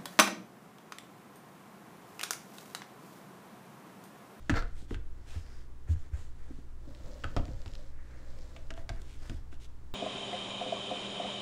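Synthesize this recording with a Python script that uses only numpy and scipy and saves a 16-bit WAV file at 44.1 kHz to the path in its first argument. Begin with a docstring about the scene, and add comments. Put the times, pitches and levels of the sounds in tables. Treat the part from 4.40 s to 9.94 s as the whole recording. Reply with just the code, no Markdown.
"""Smoothing a shirt on a cutting mat

Close up, hands turn and smooth a cotton shirt on a plastic mat, its fibres catching in a soft hiss.
A tool clacks down and skids, palms pat the cloth, then an acrylic ruler is dragged over, laid on
the shirt and nudged. Every knock shakes the table; a small room and a faint mains hum lie behind."""
import sys
import numpy as np
from scipy import signal
from scipy.fft import rfft, irfft
from scipy.io import wavfile
from scipy.ndimage import uniform_filter1d

SR = 44100
rng = np.random.default_rng(int(sys.argv[2]) if len(sys.argv) > 2 else 0)


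def put_to_file(sound):
    """Save the sound as 16-bit audio at rate SR, in the file named by the first command-line argument."""
    columns = np.atleast_2d(sound).T  # one column per channel
    safe = np.clip(columns, -1, 1)
    whole_steps = np.round(safe * 32767)
    wavfile.write(sys.argv[1], SR, whole_steps.astype(np.int16))


N = 244314
T = np.arange(N) / SR
AGE = T[:SR // 2]  # seconds since a hit

# room tone, mostly deep rumble: freq_hz, gain_db
AIR_EQ = [(12, 13.5), (25, -1), (45, -14), (80, -12.5), (180, -28.5), (300, -25), (600, -36.5), (1000, -36),
          (1700, -41.5), (2500, -47.5), (4000, -50.5), (7500, -52.5), (10000, -57.5), (15000, -63)]
# mains hum partials: pitch_hz, level_db
HUM_PARTIALS = [(59.8, -51), (119.6, -60.5)]
# strokes over the cloth: fastest_s, hiss_db, dull_vs_hiss_db, rise_s, fall_s, rasp_hz
CLOTH_STROKES = [(0.07, -68.5, -0.5, 0.16, 0.48, 1440), (0.39, -61.5, -4, 0.048, 0.083, 8000),
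                 (0.535, -59, -0.5, 0.063, 0.027, 3000), (0.915, -56.5, -2, 0.059, 0.13, 2600),
                 (1.14, -66, 2.5, 0.4, .14, 5100), (1.51, -60, 0.5, 0.037, 0.045, 7040),
                 (1.62, -68, -3.5, 0.14, 0.091, 6900), (1.78, -62.5, -0.5, 0.069, 0.14, 7300),
                 (2.13, -69.5, -2.5, 0.29, 0.15, 1860), (3.7, -76.5, 10, 0.2, 0.23, 1760),
                 (4.378, -63.5, 1.5, 0.029, 0.075, 1870), (4.525, -65.5, -1.5, 0.019, 0.54, 1580),
                 (4.72, -63.5, -3, 0.067, 0.085, 2150), (4.865, -61, -0.5, 0.095, 0.16, 4880),
                 (5.13, -63, 0, 0.016, 0.039, 2760), (5.245, -58, -12, 0.052, 0.027, 2960)]
# tone of rubbed cotton: freq_hz, gain_db
COTTON_EQ = [(400, 0.5), (700, -3), (1000, -7.5), (1750, 1), (2400, -1), (3300, -4), (4400, -9.5),
             (5200, -11.5), (6300, -12), (7600, -13), (8700, -17), (12000, -24.5), (15500, -33)]
# the tool hitting mat and table: start_s, tick_db, clack_db, thud_db, shake_db, clack_hz
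TOOL_HITS = [(0.0962, -37, -21.5, -18.5, -30.5, 1540), (0.1008, -35.5, -33.5, -72, -26.5, 1530),
             (0.1142, -69, -34, -43, -37, 2000), (0.1402, -51, -31, -52, -47, 1680),
             (0.17, -48, -29.5, -42, -52, 1470), (0.2236, -54, -39, -41, -45, 1440),
             (0.5085, -66, -39, -23.5, -30.5, 450), (0.5443, -47, -42, -45, -40.5, 1730),
             (2.838, -50, -39.5, -46, -31, 2760), (2.8418, -45, -29.5, -42, -47, 1350),
             (2.9652, -41, -28.5, -27.5, -24, 714), (2.9705, -60.5, -30, -38, -35, 645),
             (3.081, -64, -52, -33.5, -31, 520), (3.26, -49.5, -47.5, -45.5, -36.5, 930)]
# borders of a knock's tick, clack and thud registers, high to low: edge_hz
REGISTER_EDGES = [14000, 3000, 450, 150]
# ring of mat and table: pitch_hz, gain_db, t60_s
TABLE_MODES = [(172, -9, .08), (238, -3, .08), (276, 0, .11), (330, 1, .13), (385, -3, .1), (467, -3, .1),
               (548, -2, .1), (695, 0, .08), (790, 1, .05), (905, -3, .045), (1275, 0, .045),
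               (1445, 1, .045), (1550, -1, .045), (1785, -2, .04), (1980, -2, .04), (2260, -5, .03),
               (2550, -4, .025), (2760, -7, .018), (3190, -6, .016), (3920, -6, .016), (4400, -4, .016),
               (5550, -1, .016)]
# tone of a hard contact: freq_hz, gain_db
CRACK_EQ = [(150, 12), (1000, 7.5), (3000, 7.5), (6000, -3.5), (7800, -5), (9000, -12), (12000, -22),
            (15000, -33)]
# resonances under the skid: pitch_hz, width_hz, gain_db
SKID_RESONANCES = [(369, 11, 10), (472, 19, 12), (678, 18, 10), (1350, 21, 11), (1650, 22, -4),
                   (1920, 28, -8), (2220, 30, -20), (3510, 50, -8), (4250, 170, -32)]
# tone of the skid's scrape: freq_hz, gain_db
SKID_EQ = [(150, 4), (430, -20), (730, 2), (1050, 2.5), (1450, 2.5), (2050, 3.5), (3000, -22), (4400, -3),
           (5600, -13.5), (7700, -17.5), (10000, -29), (15000, -62)]
# soft bumps through the cloth: start_s, gain_db
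SOFT_BUMPS = [(0.424, -48.5), (0.959, -49), (1.487, -53), (1.505, -42), (2.101, -43.5), (2.186, -46),
              (2.473, -47.5), (2.999, -38), (4.912, -42.5)]
# palms bouncing the table: start_s, level_db, pitch_hz, swell_s
PALM_PATS = [(0.953, -30, 81.3, 0.021), (1.486, -20, 80.9, 0.027), (1.553, -29.5, 86, 0.013),
             (1.727, -24.5, 66, 0.014), (1.777, -37.5, 78.4, 0.013), (4.905, -33, 62.3, 0.034)]
# dry handling ticks: start_s, gain_db, pitch_hz
HANDLING_TICKS = [(1.065, -50, 3770), (2.549, -44, 3300), (3.0544, -41, 4000), (3.2176, -45, 4160),
                  (3.279, -41.5, 3840), (3.3362, -42.5, 4250), (3.353, -37.5, 3430), (3.9878, -48, 4270),
                  (4.3388, -43.5, 4370), (4.6178, -44, 5440)]
# pulls of the ruler: fastest_s, murmur_db, crackle_db, rise_s, fall_s
RULER_PULLS = [(2.78, -53, -73, 0.4, 0.4), (3.33, -57, -74, 0.37, 0.24), (4.02, -57.5, -75.5, 0.47, 0.36),
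               (4.41, -56, -91, 0.037, 0.038), (4.57, -64.5, -89, 0.1, 0.068)]
# tone of the ruler rubbing the table: freq_hz, gain_db
MURMUR_EQ = [(100, 4.5), (160, -0.5), (220, -1.5), (310, -1.5), (420, -11.5), (510, 1.5), (590, -1.5),
             (680, -10.5), (800, -13.5), (1400, -18.5), (3000, -39.5)]
# tone of its edge brushing the cloth: freq_hz, gain_db
BRUSH_EQ = [(400, -1.5), (1000, -8.5), (1800, 3), (2600, -4.5), (4000, -1.5), (6000, -6), (7600, -4.5),
            (8700, -14.5), (12000, -19.5), (15500, -40)]
# the ruler landing and settling: start_s, tick_db, clack_db, thud_db, shake_db, clack_hz
RULER_HITS = [(4.1639, -53, -46, -66, -72, 2900), (4.3054, -44, -41, -44, -54, 1460),
              (4.3154, -84, -46, -38, -50, 666), (4.3766, -62, -43.5, -50, -46, 665),
              (4.4922, -39, -39, -53, -44, 1550), (4.5004, -74, -37.5, -39, -31.5, 700),
              (4.8963, -45, -45, -36, -32.5, 1510), (5.1262, -68, -51, -43, -74, 1474)]
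# ring of the ruler, damped by the shirt: pitch_hz, gain_db, t60_s
RULER_MODES = [(235, -7, .07), (290, -3, .08), (345, -1, .1), (480, -3, .07), (660, 6, .1),
               (1230, -8, .025), (1620, -1, .03), (1950, -2, .025), (2300, -1, .025), (2600, -2, .02),
               (3100, -4, .012), (4500, -6, .01), (6800, 0, .012)]


def undb(db):
    """Decibels to gain."""
    return 10 ** (np.asarray(db) / 20)


def unit(x):
    """Scale to rms 1."""
    return x / np.sqrt(np.mean(x ** 2))


def loudest(x):
    """Rms of the loudest 5 ms."""
    return np.sqrt(uniform_filter1d(x ** 2, 220, mode="constant").max())


def burst(x):
    """Scale so that the loudest 5 ms have rms 1."""
    return x / loudest(x)


def band(x, lo_hz, hi_hz, order=2):
    """Causal band-pass."""
    return signal.sosfilt(signal.butter(order, [lo_hz, hi_hz], "band", fs=SR, output="sos"), x)


def eq(x, points):
    """Minimum-phase EQ through (freq_hz, gain_db) points, built from its cepstrum."""
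    hz, db = np.transpose(points)
    n = 2 * len(x)
    bins_hz = np.maximum(np.arange(n // 2 + 1) * SR / n, 1)
    curve_db = np.interp(np.log(bins_hz), np.log(hz), db)
    cepstrum = irfft(np.log(undb(curve_db)))
    cepstrum[1:n // 2] *= 2
    cepstrum[n // 2 + 1:] = 0
    return irfft(rfft(x, n) * np.exp(rfft(cepstrum)))[:len(x)]


def fade(t60_s):
    """Exponential decay, 60 dB down after t60_s."""
    return np.exp(-np.log(1000) * AGE / t60_s)


def noise_hit(t60_s):
    """White noise with an instant attack and a fading tail."""
    return rng.standard_normal(len(AGE)) * fade(t60_s)


def wander(rate_hz):
    """Smooth random modulation with rms 1."""
    hold = int(SR / rate_hz)
    steps = np.repeat(rng.standard_normal(N // hold + 1), hold)
    return unit(uniform_filter1d(uniform_filter1d(steps, hold), hold)[:N])


def slips(per_s, spread_db):
    """Friction grain: tiny stick-slip impulses of uneven size."""
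    size = undb(spread_db * np.minimum(rng.exponential(size=N), np.pi))
    return unit((rng.random(N) < per_s / SR) * size * rng.choice([-1, 1], N))


def hand_speed(fastest_s, rise_s, fall_s):
    """A gesture speeds up, peaks and slows to rest."""
    progress = (T - fastest_s) / np.where(T < fastest_s, rise_s, fall_s)
    return np.cos(np.pi / 2 * np.clip(progress, -1, 1))


def add(out, start_s, x):
    """Mix a sound in at its cue."""
    i = int(start_s * SR)
    out[i:i + len(x)] += x[:N - i]


def room_tone():
    """The bed: gently wavering room air and a steady mains hum."""
    air = eq(rng.standard_normal(N), AIR_EQ)
    air *= undb(-62.5) / np.std(band(air, 175, 12000))  # level set above the rumble
    hum = sum(np.sqrt(2) * undb(db) * np.sin(2 * np.pi * (hz * T + rng.random()))
              for hz, db in HUM_PARTIALS)
    return air * undb(0.5 * wander(4.13)) + hum


def cloth_strokes(rasp_vs_dull_db=-7, rasp_ratio=1.07):
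    """Fibres catch and let go in a hiss; the pressing palm adds a dull rub, the weave a narrow rasp."""
    catches = slips(per_s=2200, spread_db=3)
    fibres = eq(catches + 0.5 * rng.standard_normal(N), COTTON_EQ)
    weave = rng.standard_normal(N)
    hiss_power, dull_power, rasp = np.zeros((3, N))
    for fastest_s, hiss_db, dull_vs_hiss_db, rise_s, fall_s, rasp_hz in CLOTH_STROKES:
        hiss_gain = undb(hiss_db) * hand_speed(fastest_s, rise_s, fall_s)
        dull_gain = undb(dull_vs_hiss_db) * hiss_gain
        hiss_power += hiss_gain ** 2
        dull_power += dull_gain ** 2
        threads = unit(band(weave, rasp_hz / rasp_ratio, rasp_hz * rasp_ratio, order=1))
        rasp += dull_gain * undb(rasp_vs_dull_db) * threads
    dull = undb(3 + 3.1 * wander(35)) * unit(band(fibres, 256, 1890))
    hiss = undb(-0.9 + 0.26 * wander(50)) * unit(band(fibres, 2840, 15000))
    return np.sqrt(dull_power) * dull + np.sqrt(hiss_power) * hiss + rasp


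def ring(modes, scatter_db=2, detune=0.0078):
    """A struck body's fading modes, weighted anew by each place of contact."""
    out = np.zeros(len(AGE))
    for hz, db, t60_s in modes:
        louder, sharper, polarity = rng.standard_normal(3)
        partial = np.sin(2 * np.pi * hz * (1 + detune * sharper) * AGE)
        out += np.sign(polarity) * undb(db + scatter_db * louder) * fade(t60_s) * partial
    return out


def knocks(hits, modes, crack_db, rattle_db, rattle_t60_s):
    """Hard hits: a crack, a brief rattle and a ringing body, balanced into tick, clack and thud."""
    boost_db, boost_ratio, thud_top_hz = 10.5, 1.48, 530
    out = np.zeros(N)
    for start_s, *register_dbs, _, clack_hz in hits:
        body = ring(modes)
        contact = undb(crack_db) * fade(0.0063) + undb(rattle_db) * fade(rattle_t60_s)
        attack = eq(rng.standard_normal(len(AGE)) * contact, CRACK_EQ)
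        hit = band(body + attack, 222, 17000)
        # the place of contact favours what rings near the clack pitch
        hit = eq(hit, [(clack_hz / boost_ratio, 0), (clack_hz, boost_db), (clack_hz * boost_ratio, 0)])
        # one EQ point in the middle of each register sets the balance
        tick, clack, thud = [(np.sqrt(lo * hi), db - 20 * np.log10(loudest(band(hit, lo, hi))))
                             for db, hi, lo in zip(register_dbs, REGISTER_EDGES, REGISTER_EDGES[1:])]
        knee = (thud_top_hz, clack[1] - 2.5)
        add(out, start_s, undb(-2.5) * eq(hit, [thud, knee, clack, tick]))
    return out


def table_shake():
    """After each knock the table shudders briefly and sways on its legs a little longer."""
    out = np.zeros(N)
    for start_s, *_, shake_db, _ in [*TOOL_HITS, *RULER_HITS]:
        shudder = burst(band(noise_hit(0.2), 63.3, 109))
        sway = burst(band(noise_hit(0.65), 8.2, 32.2))
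        add(out, start_s, undb(shake_db) * (undb(-4.5) * shudder + sway))
    return out


def tool_skid(bite_s=0.16, hold_s=0.026, attack_db_per_s=950, release_db_per_s=516):
    """Plastic bites, chatters over the table and runs out, ringing its resonances."""
    grit = slips(per_s=1500, spread_db=2.1)
    scrape = unit(eq(grit, SKID_EQ))
    rings = sum(undb(db) * band(grit, hz - width_hz / 2, hz + width_hz / 2, order=1)
                for hz, width_hz, db in SKID_RESONANCES)
    before_s, after_s = np.maximum(bite_s - T, 0), np.maximum(T - bite_s - hold_s, 0)
    force = undb(-34 - attack_db_per_s * before_s - release_db_per_s * after_s)
    return force * (undb(-7) * scrape + undb(-4) * unit(rings))


def soft_bumps():
    """A bump cushioned by cloth reaches only the table's low modes."""
    out = np.zeros(N)
    for start_s, gain_db in SOFT_BUMPS:
        thud = ring(TABLE_MODES) + undb(-1) * noise_hit(0.18)
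        add(out, start_s, undb(gain_db + 1) * burst(band(thud, 84, 241)))
    return out


def palm_pats():
    """A flat hand pushes slowly: the table's lowest mode swells and dies."""
    out = np.zeros(N)
    for start_s, level_db, pitch_hz, swell_s in PALM_PATS:
        progress = AGE / swell_s
        swell = (progress * np.exp(1 - progress)) ** 2.2
        add(out, start_s, -undb(level_db) * swell * np.sin(2 * np.pi * pitch_hz * AGE))
    return out


def handling_ticks():
    """Single bright ticks of noise, a millisecond or two long."""
    out = np.zeros(N)
    for start_s, gain_db, pitch_hz in HANDLING_TICKS:
        tick = band(noise_hit(0.0082), pitch_hz * 0.54, pitch_hz * 1.43)
        add(out, start_s, undb(gain_db - 13) * burst(tick))
    return out


def ruler_drag(hiss_vs_crackle_db=8.5):
    """The ruler rubs the table with a low, grainy murmur; its edge brushes the cloth and crackles."""
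    rub, brush = np.zeros((2, N))
    for fastest_s, murmur_db, crackle_db, rise_s, fall_s in RULER_PULLS:
        speed = hand_speed(fastest_s, rise_s, fall_s)
        rub += undb(murmur_db) * speed
        brush += undb(crackle_db) * speed
    pressure = undb(2 * wander(28))
    murmur = pressure * unit(eq(slips(per_s=900, spread_db=0.5), MURMUR_EQ))
    crackle = unit(band(slips(per_s=110, spread_db=5), 3800, 6400, order=3))
    hiss = undb(hiss_vs_crackle_db) * unit(eq(slips(per_s=2200, spread_db=2.2), BRUSH_EQ))
    return rub * murmur + brush * (crackle + hiss)


def small_room(x, warm_t60_s=0.34, bright_t60_s=0.21, build_s=0.0087):
    """A furnished room adds a short diffuse tail, shorter still in the treble."""
    noise = rng.standard_normal(len(AGE))
    warm = undb(-7.5) * band(noise, 88, 3700, order=1) * fade(warm_t60_s)
    bright = undb(-33.5) * band(noise, 2200, 15000, order=1) * fade(bright_t60_s)
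    tail = (warm + bright) * (1 - np.exp(-AGE / build_s))
    tail /= np.linalg.norm(fade(warm_t60_s))
    return x + signal.fftconvolve(x, tail)[:N]


def scene():
    """Mono mix: the handling gets the room's tail; pats, shake and room tone stay dry."""
    tool = knocks(TOOL_HITS, TABLE_MODES, crack_db=17.5, rattle_db=0.5, rattle_t60_s=0.12)
    ruler = knocks(RULER_HITS, RULER_MODES, crack_db=-2.5, rattle_db=8, rattle_t60_s=0.036)
    handling = tool + ruler + soft_bumps() + handling_ticks()
    handling += tool_skid() + cloth_strokes() + ruler_drag()
    return (small_room(handling) + palm_pats() + table_shake() + room_tone())[None]


def record(dry, low_cut_hz=6, high_cut_hz=15700):
    """Master filters: a gentle low cut against drift and a steep high cut."""
    dry = signal.sosfilt(signal.butter(1, low_cut_hz, "high", fs=SR, output="sos"), dry)
    return signal.sosfilt(signal.ellip(10, 0.2, 70, high_cut_hz, fs=SR, output="sos"), dry)


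dry = scene()
out = record(dry)
put_to_file(out)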